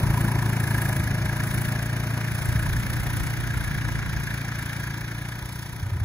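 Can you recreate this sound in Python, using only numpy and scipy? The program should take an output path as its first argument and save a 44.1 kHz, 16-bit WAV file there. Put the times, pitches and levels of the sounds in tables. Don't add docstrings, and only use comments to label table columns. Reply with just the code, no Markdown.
import sys
import numpy as np
from scipy import signal
from scipy.fft import rfft, irfft
from scipy.io import wavfile
from scipy.ndimage import uniform_filter1d

SR = 44100
rng = np.random.default_rng(int(sys.argv[2]) if len(sys.argv) > 2 else 0)


def put_to_file(sound):
    columns = np.atleast_2d(sound).T
    safe = np.clip(columns, -1, 1)
    whole_steps = np.round(safe * 32767)
    wavfile.write(sys.argv[1], SR, whole_steps.astype(np.int16))


def invert_db(x):
    u = np.asarray(x, float) / 20
    return 10 ** u


N = 266364
HZ = np.maximum(np.fft.rfftfreq(N, 1 / SR), 1)
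TIME = np.arange(N) / SR


def rms_one(x):
    return x / np.sqrt(np.mean(x ** 2) + 1e-20)


def colour(x, spectrum):
    hz, db = np.transpose(spectrum)
    gain = invert_db(np.interp(np.log(HZ), np.log(hz), db, left=-90, right=-90))
    return rms_one(irfft(rfft(x) * gain, N))


def drift(rate):
    r = np.exp(-80 * np.pi * rate / SR)
    noise = rng.standard_normal(N // 40 + 2002)
    slow = signal.lfilter([1], [1, -2 * r, r * r], noise)[2000:]
    return np.interp(np.arange(N) / 40, np.arange(len(slow)), rms_one(slow))


def ring(clicks, hz, t60):
    r, w = invert_db(-60 / (t60 * SR)), 2 * np.pi * hz / SR
    return signal.lfilter([0, np.sin(w)], [1, -2 * r * np.cos(w), r * r], clicks + 1e-18)


def ring_modes(clicks, modes):
    return sum(sign * invert_db(db) * ring(clicks, hz, t60) for hz, db, t60, sign in modes)


def thuds(rows, t60, cut_hz):
    out = np.zeros(N)
    for s, db, hz in rows:
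        click = np.zeros(N)
        click[int(s * SR)] = -invert_db(db + 1.5)
        out += ring(click, hz, t60)
    return signal.sosfilt(signal.butter(2, cut_hz, fs=SR, output="sos"), out)


def spells(rows, floor_db, edge_db_per_s, column=2):
    loudest = np.full(N, float(floor_db))
    for row in rows:
        start, hold = row[:2]
        outside = np.maximum(np.maximum(start - TIME, TIME - start - hold), 0)
        loudest = np.maximum(loudest, row[column] - edge_db_per_s * outside)
    return loudest


def firings(turns, lead, spread_db, scatter_s):
    at = np.flatnonzero(np.diff(np.floor(turns + lead)))
    luck = rng.standard_normal((200, 2))[:len(at)]
    at = at + (scatter_s * SR * luck[:, 0]).astype(int)
    clicks = np.zeros(N)
    clicks[np.clip(at, 0, N - 1)] = invert_db(spread_db * luck[:, 1])
    return clicks


def puffs(turns, depth_db, narrow, late, spread_db):
    size = invert_db(spread_db * rng.standard_normal(200))[np.floor(turns - late + 1.5).astype(int)]
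    swell = np.exp(narrow * (np.cos(2 * np.pi * (turns - late)) - 1))
    return 1 + (invert_db(depth_db) - 1) * size * swell


def gated_noise(db, gate, shape):
    return invert_db(db) * colour(gate * rng.standard_normal((2, N)), shape)


# pitch_hz, density_db (per Hz)
GUST_SPECTRUM = [(18, -37), (35, -1), (65, 1), (100, -1), (150, -5), (220, -15), (400, -37.5), (600, -40)]
# start_s, hold_s, common_level_db, difference_level_db
GUST_SPELLS = [(0.0, 0.054, -25.5, -36), (.2, 0.29, -33, -56), (.4, 3.8, -36, -60), (.9, 0.36, -31.5, -53),
               (1.1, 0.03, -30, -50), (1.5, 0.13, -32.5, -36), (2.3, 0.11, -40, -38.5),
               (2.48, .05, -36, -32), (2.65, 0.3, -29.5, -32), (2.9, 0.88, -34, -32.5),
               (3.2, 0.034, -31.5, -28), (3.5, 0.71, -33, -34), (4.3, 0.59, -41, -60),
               (4.8, .1, -38, -49.5), (5.4, .01, -37, -62), (5.7, .34, -68, -45)]


def breeze():
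    edge_db_per_s = 87
    common_db = spells(GUST_SPELLS, -40, edge_db_per_s)
    apart_db = spells(GUST_SPELLS, -64, edge_db_per_s, column=3)
    common, apart = (colour(invert_db(2.2 * drift(25)) * rng.standard_normal(N), GUST_SPECTRUM) for _ in range(2))
    lull_db = .3 * np.minimum(common_db + 33, 0)
    return invert_db(common_db + lull_db + 1.84) * common + invert_db(apart_db - 4.8) * apart * [[1], [-1]]


# start_s, level_db (peak), pitch_hz
WIND_POPS = [
    (.058, -30, 95),
    (2.487, -12.5, 124),
    (2.553, -14.5, 127),
    (2.685, -12.5, 94),
    (2.757, -33, 100),
    (3.566, -13.5, 123),
    (3.712, -19, 130),
    (3.955, -30, 90),
    (4.158, -21, 92),
]


def wind_pops():
    return thuds(WIND_POPS, t60=0.068, cut_hz=210)


# start_s, level_db (peak), pitch_hz
IDLE_THUDS = [
    (5.825, -21.5, 95),
    (5.857, -28, 111),
    (5.916, -17.5, 102),
    (5.947, -22.5, 83.5),
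    (5.96, -23.5, 118),
    (6.011, -15.5, 94),
]


def near_engine():
    return thuds(IDLE_THUDS, t60=0.18, cut_hz=155)


# start_s, hold_s, level_db
PUMP_RUNS = [
    (1.0, 1.8, -37),
]


def pump():
    sag_db = 3.5 * (TIME - 1)
    whine_db = spells(PUMP_RUNS, -70, edge_db_per_s=62) - sag_db
    angle = 2 * np.pi * (621 * TIME + 0.45 * drift(1.37))
    whine = np.sin(angle) + invert_db(-11) * np.sin(2 * angle)
    return invert_db(whine_db - 8 + 3 * drift(7)) * whine


# start_s, hold_s, level_db
BUMP_SPELLS = [
    (.08, 0.11, -36.5),
    (.3, .12, -35.5),
    (.5, .4, -44.5),
    (.73, 0.029, -37.5),
    (1.36, 0.031, -42),
    (2.38, .02, -46.5),
    (2.65, .08, -44),
    (4.2, 0.24, -51),
    (5.0, 0.59, -50),
    (5.8, .02, -49.5),
]


def cargo_box(turns):
    knocks = firings(turns, lead=.08, spread_db=2.5, scatter_s=.0015)
    box = ring(knocks, 985, .045) - .6 * ring(knocks, 905, .045)
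    return invert_db(spells(BUMP_SPELLS, -49, edge_db_per_s=104) - 4) * rms_one(box)


# pitch_hz, level_db, t60_s
PANEL_MODES = [(1410, -9, .04), (1520, -8, .04), (1630, 0, .04), (1700, -1, .04), (1780, -4, .035),
               (1920, -6, .03)]
# start_s, hold_s, level_db
RATTLE_SPELLS = [(.2, 0.35, -41), (.75, 0.081, -33), (1.0, 0.54, -41), (1.75, 0.038, -42), (2.2, .2, -57),
                 (2.58, 0.035, -34), (2.85, .5, -54), (3.55, 0.38, -38.5), (4.0, 0.44, -41),
                 (4.6, .4, -41.5), (5.1, 0.07, -45.5), (5.6, 0.018, -62)]


def loose_panels(turns):
    panels = 0
    for hz, db, t60 in PANEL_MODES:
        panels = panels + invert_db(db) * ring(firings(turns, lead=.12, spread_db=2.0, scatter_s=.001), hz, t60)
    panels = ring(panels, 1680, .01)
    return invert_db(spells(RATTLE_SPELLS, -70, edge_db_per_s=52) - 2.5) * rms_one(panels)


# start level_db, then shares of distance loss, surges, easing and fade (plain ratios)
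LAYER_LEVELS = dict(low=(-23, 1.0, -0.07, 0.55, 0), upper=(-34, 1.47, 0.06, 0.2, 3),
                body=(-34.5, 0.8849, 0.12, 0.37, -.3), covers=(-37, 0.0558, 0.16, 1.15, -0.25),
                gears=(-47.5, 0.1259, 0.33, 0.39, 0.7), gas=(-44, 0.66, 1.0, -0.16, .8))
# start_s, hold_s, level_db
LOAD_SURGES = [(.15, .02, 3), (.45, .02, 1.5), (.75, 0.14, 5), (1.5, .12, 5.5), (2.1, 0.015, 2.5),
               (2.4, 0.5, 4.5), (2.95, 0.34, 5), (3.6, .02, 4), (3.9, .02, 2.5), (4.25, 0.072, 3),
               (4.65, .02, 3.5), (4.8, .02, 3), (5.55, .02, 2)]


def level(name):
    start_db, far, surge, ease, fade = LAYER_LEVELS[name]
    start_m, away_m_per_s = 9.0, 4.0
    distance_db = 20 * np.log10(1 + away_m_per_s * TIME / start_m)
    surge_db = spells(LOAD_SURGES, 0, edge_db_per_s=20)
    ease_db = 5.5 * np.maximum(TIME - 4.61, 0)
    fade_db = 16.0 * np.maximum(TIME - 5.67, 0)
    return start_db - far * distance_db + surge * surge_db - ease * ease_db - fade * fade_db


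# pitch_hz, density_db (per Hz)
BODY_SPECTRUM = [(190, -8.5), (260, -0.5), (340, -0.5), (450, -12), (640, -7.5), (900, -7), (1170, -12.5),
                 (1300, -5)]


def body(turns):
    gate = puffs(turns, depth_db=1.5, narrow=0.63, late=0.036, spread_db=7.0)
    return gated_noise(level("body") - .3, gate, BODY_SPECTRUM)


# pitch_hz, density_db (per Hz)
COVER_SPECTRUM = [(1050, -13), (1200, -15.5), (1400, -6), (1670, -2.5), (1950, -7), (2300, -7),
                  (2700, -15.5), (3000, -12.5)]


def covers(turns):
    gate = puffs(turns, depth_db=7.5, narrow=1.5, late=-.02, spread_db=1.4)
    return gated_noise(level("covers"), gate, COVER_SPECTRUM)


# pitch_hz, density_db (per Hz)
GEAR_SPECTRUM = [(2300, -50), (2700, -16), (3200, 3.5), (3700, 2), (4500, -4), (5000, -28.5), (5300, -63)]
# pitch_hz, density_db (per Hz)
CHAIN_SPECTRUM = [(4200, 9), (4800, 16.5), (5200, 14.5), (5700, 17.5), (6250, 15), (6800, 13.5), (7300, 3),
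                  (7900, -43)]


def drive_train(turns, grit):
    gears, chain = (puffs(turns, depth_db=6.3, narrow=2.0, late=-.04, spread_db=2.5) for _ in range(2))
    gears_db = level("gears")
    return (gated_noise(gears_db - .4, grit * gears, GEAR_SPECTRUM)
            + gated_noise(gears_db - .6, grit * chain, CHAIN_SPECTRUM))


# pitch_hz, density_db (per Hz)
PUFF_SPECTRUM = [(6600, -20), (7400, -3), (8500, -1), (10300, 0), (11800, -1), (12400, -25)]
# pitch_hz, density_db (per Hz)
FIZZ_SPECTRUM = [(11600, -25), (12200, 0), (13400, 0), (15600, -2), (15900, -60)]


def exhaust_gas(turns, grit):
    gas, fizz = (puffs(turns, depth_db=10.3, narrow=2.0, late=-.04, spread_db=2.2) for _ in range(2))
    gas_db = level("gas")
    return (gated_noise(gas_db + 0.72, grit * gas, PUFF_SPECTRUM)
            + gated_noise(gas_db - 1.3, grit * np.sqrt(gas * fizz), FIZZ_SPECTRUM))


def clatter(turns):
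    grit = invert_db(1.0 * drift(130))
    return body(turns) + covers(turns) + drive_train(turns, grit) + exhaust_gas(turns, grit)


# time_s, firing_rate_hz
ENGINE_SPEED = [(0.0, 28.31), (0.6, 27.99), (1.0, 27.3), (1.2, 27.29), (1.6, 28.27), (2.0, 28.76),
                (2.2, 28.56), (2.4, 28.58), (2.8, 29.54), (3.0, 29.88), (3.4, 29.58), (4.0, 28.46),
                (4.4, 28.29), (4.8, 28.38), (5.0, 28.65), (5.4, 29.52), (5.6, 29.49), (6.04, 29.18)]


def firing_cycles():
    s, rate = np.transpose(ENGINE_SPEED)
    return -.06 + np.cumsum(np.interp(TIME, s, rate)) / SR


# pitch_hz, level_db, t60_s, polarity (sign)
LOW_MODES = [(114, 0, .11, 1), (143, -2.3, .09, -1)]
# pitch_hz, level_db, t60_s, polarity (sign)
THUMP_MODES = [(58, -17.5, .12, -1), (170, -19, .09, -1)]
# pitch_hz, level_db, t60_s, polarity (sign)
UPPER_MODES = [(196, 0, .13, -1), (256, -6, .12, 1), (300, -11, .09, 1), (335, -9, .1, -1),
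               (380, -12, .08, 1)]


def exhaust(turns):
    soft = signal.butter(2, 350, fs=SR, output="sos")
    early = signal.sosfilt(soft, firings(turns, lead=.4, spread_db=.5, scatter_s=.0001))
    late = signal.sosfilt(soft, firings(turns, lead=0.2174, spread_db=-2.3, scatter_s=.0001))
    thump_gain = invert_db(1.5 * TIME)
    low = rms_one(ring_modes(early, LOW_MODES) + thump_gain * ring_modes(early, THUMP_MODES))
    upper = rms_one(ring_modes(late, UPPER_MODES))
    return invert_db(level("low") + 1.12) * low + invert_db(level("upper") + 0.95) * upper


# pitch_hz, left_lead_rad, likeness (0-1), left_over_right_db
PORT_PAIR = [(50, 0, .99, .9), (300, .05, .99, .8), (700, .2, .85, 3), (1300, .4, .85, 1.6),
             (2200, 1.5, .75, 0), (3100, 2.9, .7, 0), (4000, .8, .55, -1), (5600, 2.2, .65, -7),
             (6700, 0, .7, -1), (8300, -3.14, .93, 0), (10900, -6.28, .93, 0), (17000, -14.3, .93, 0)]
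PLACES = [(1.06, 1.3), (.96, .55)]


def ports(direct, scattered):
    hz, lead, alike, tilt_db = np.transpose(PORT_PAIR)
    half = invert_db(np.interp(HZ, hz, tilt_db) / 2)
    direct, scattered, right = rfft(direct), rfft(scattered), []
    for stretch, power in PLACES:
        likeness = np.where(hz == 3100, alike ** (1 / power), alike)
        likeness = np.where((hz > 3500) & (hz < 7000), alike ** power, likeness)
        same = np.interp(HZ, hz, likeness)
        turn = np.exp(-1j * np.interp(HZ, np.where(hz < 5000, hz * stretch, hz), lead))
        mixed = same * direct + np.sqrt(1 - same ** 2) * scattered
        right.append(irfft(mixed * turn / half, N))
    moved = np.clip((TIME - .8) / 2.5, 0, 1)
    return np.array([irfft(direct * half, N), right[0] + moved * (right[1] - right[0])])


def scene():
    turns = firing_cycles()
    tonal = exhaust(turns) + loose_panels(turns) + cargo_box(turns) + pump()
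    direct, scattered = clatter(turns)
    vehicle = ports(direct + tonal, scattered + np.roll(tonal, 130))
    return vehicle + breeze() + near_engine() + wind_pops()


BOTH_SURVIVE = [.2, .28, .76, .83, 1.26, 1.53, 1.62, 1.99, 2.05, 3.06, 3.2, 3.24, 3.9, 4.6, 4.73, 5.08,
                5.61, 5.89, 5.96]


def joint_stereo(x, margin_db, low_extra_db, from_hz):
    hz, s, (mid, side) = signal.stft([x[0] + x[1], x[0] - x[1]], SR, nperseg=2048)
    band = (hz // np.where(hz < 5000, 260, 460) + 100 * (hz >= 5000)).astype(int)
    member = (band[:, None] == np.unique(band)).astype(float)
    ratio = member @ (member.T @ abs(mid) ** 2 / (member.T @ abs(side) ** 2 + 1e-20))
    away = np.min(abs(s[:, None] - BOTH_SURVIVE), axis=1) > .013
    active = (hz[:, None] > from_hz) & away
    luck = uniform_filter1d(rng.standard_normal((member.shape[1], len(s))), 3)
    margin_db = margin_db + low_extra_db * (hz[:, None] < 7200) + 4.5 * member @ luck
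    mid_kept = mid * ~(active & (ratio < invert_db(-2 * margin_db)))
    side_kept = side * ~(active & (ratio > invert_db(2 * margin_db)))
    mid, side = signal.istft(np.array([mid_kept, side_kept]), SR)[1][:, :N]
    return np.array([mid + side, mid - side]) / 2


def top_cut(x):
    return signal.sosfilt(signal.butter(12, 16930, fs=SR, output="sos"), x)


def record(dry):
    cut = signal.sosfilt(signal.butter(3, 38, "high", fs=SR, output="sos"), dry)
    mix = joint_stereo(cut, margin_db=2.5, low_extra_db=5.0, from_hz=2500)
    return top_cut(mix)


dry = scene()
out = record(dry)
put_to_file(out)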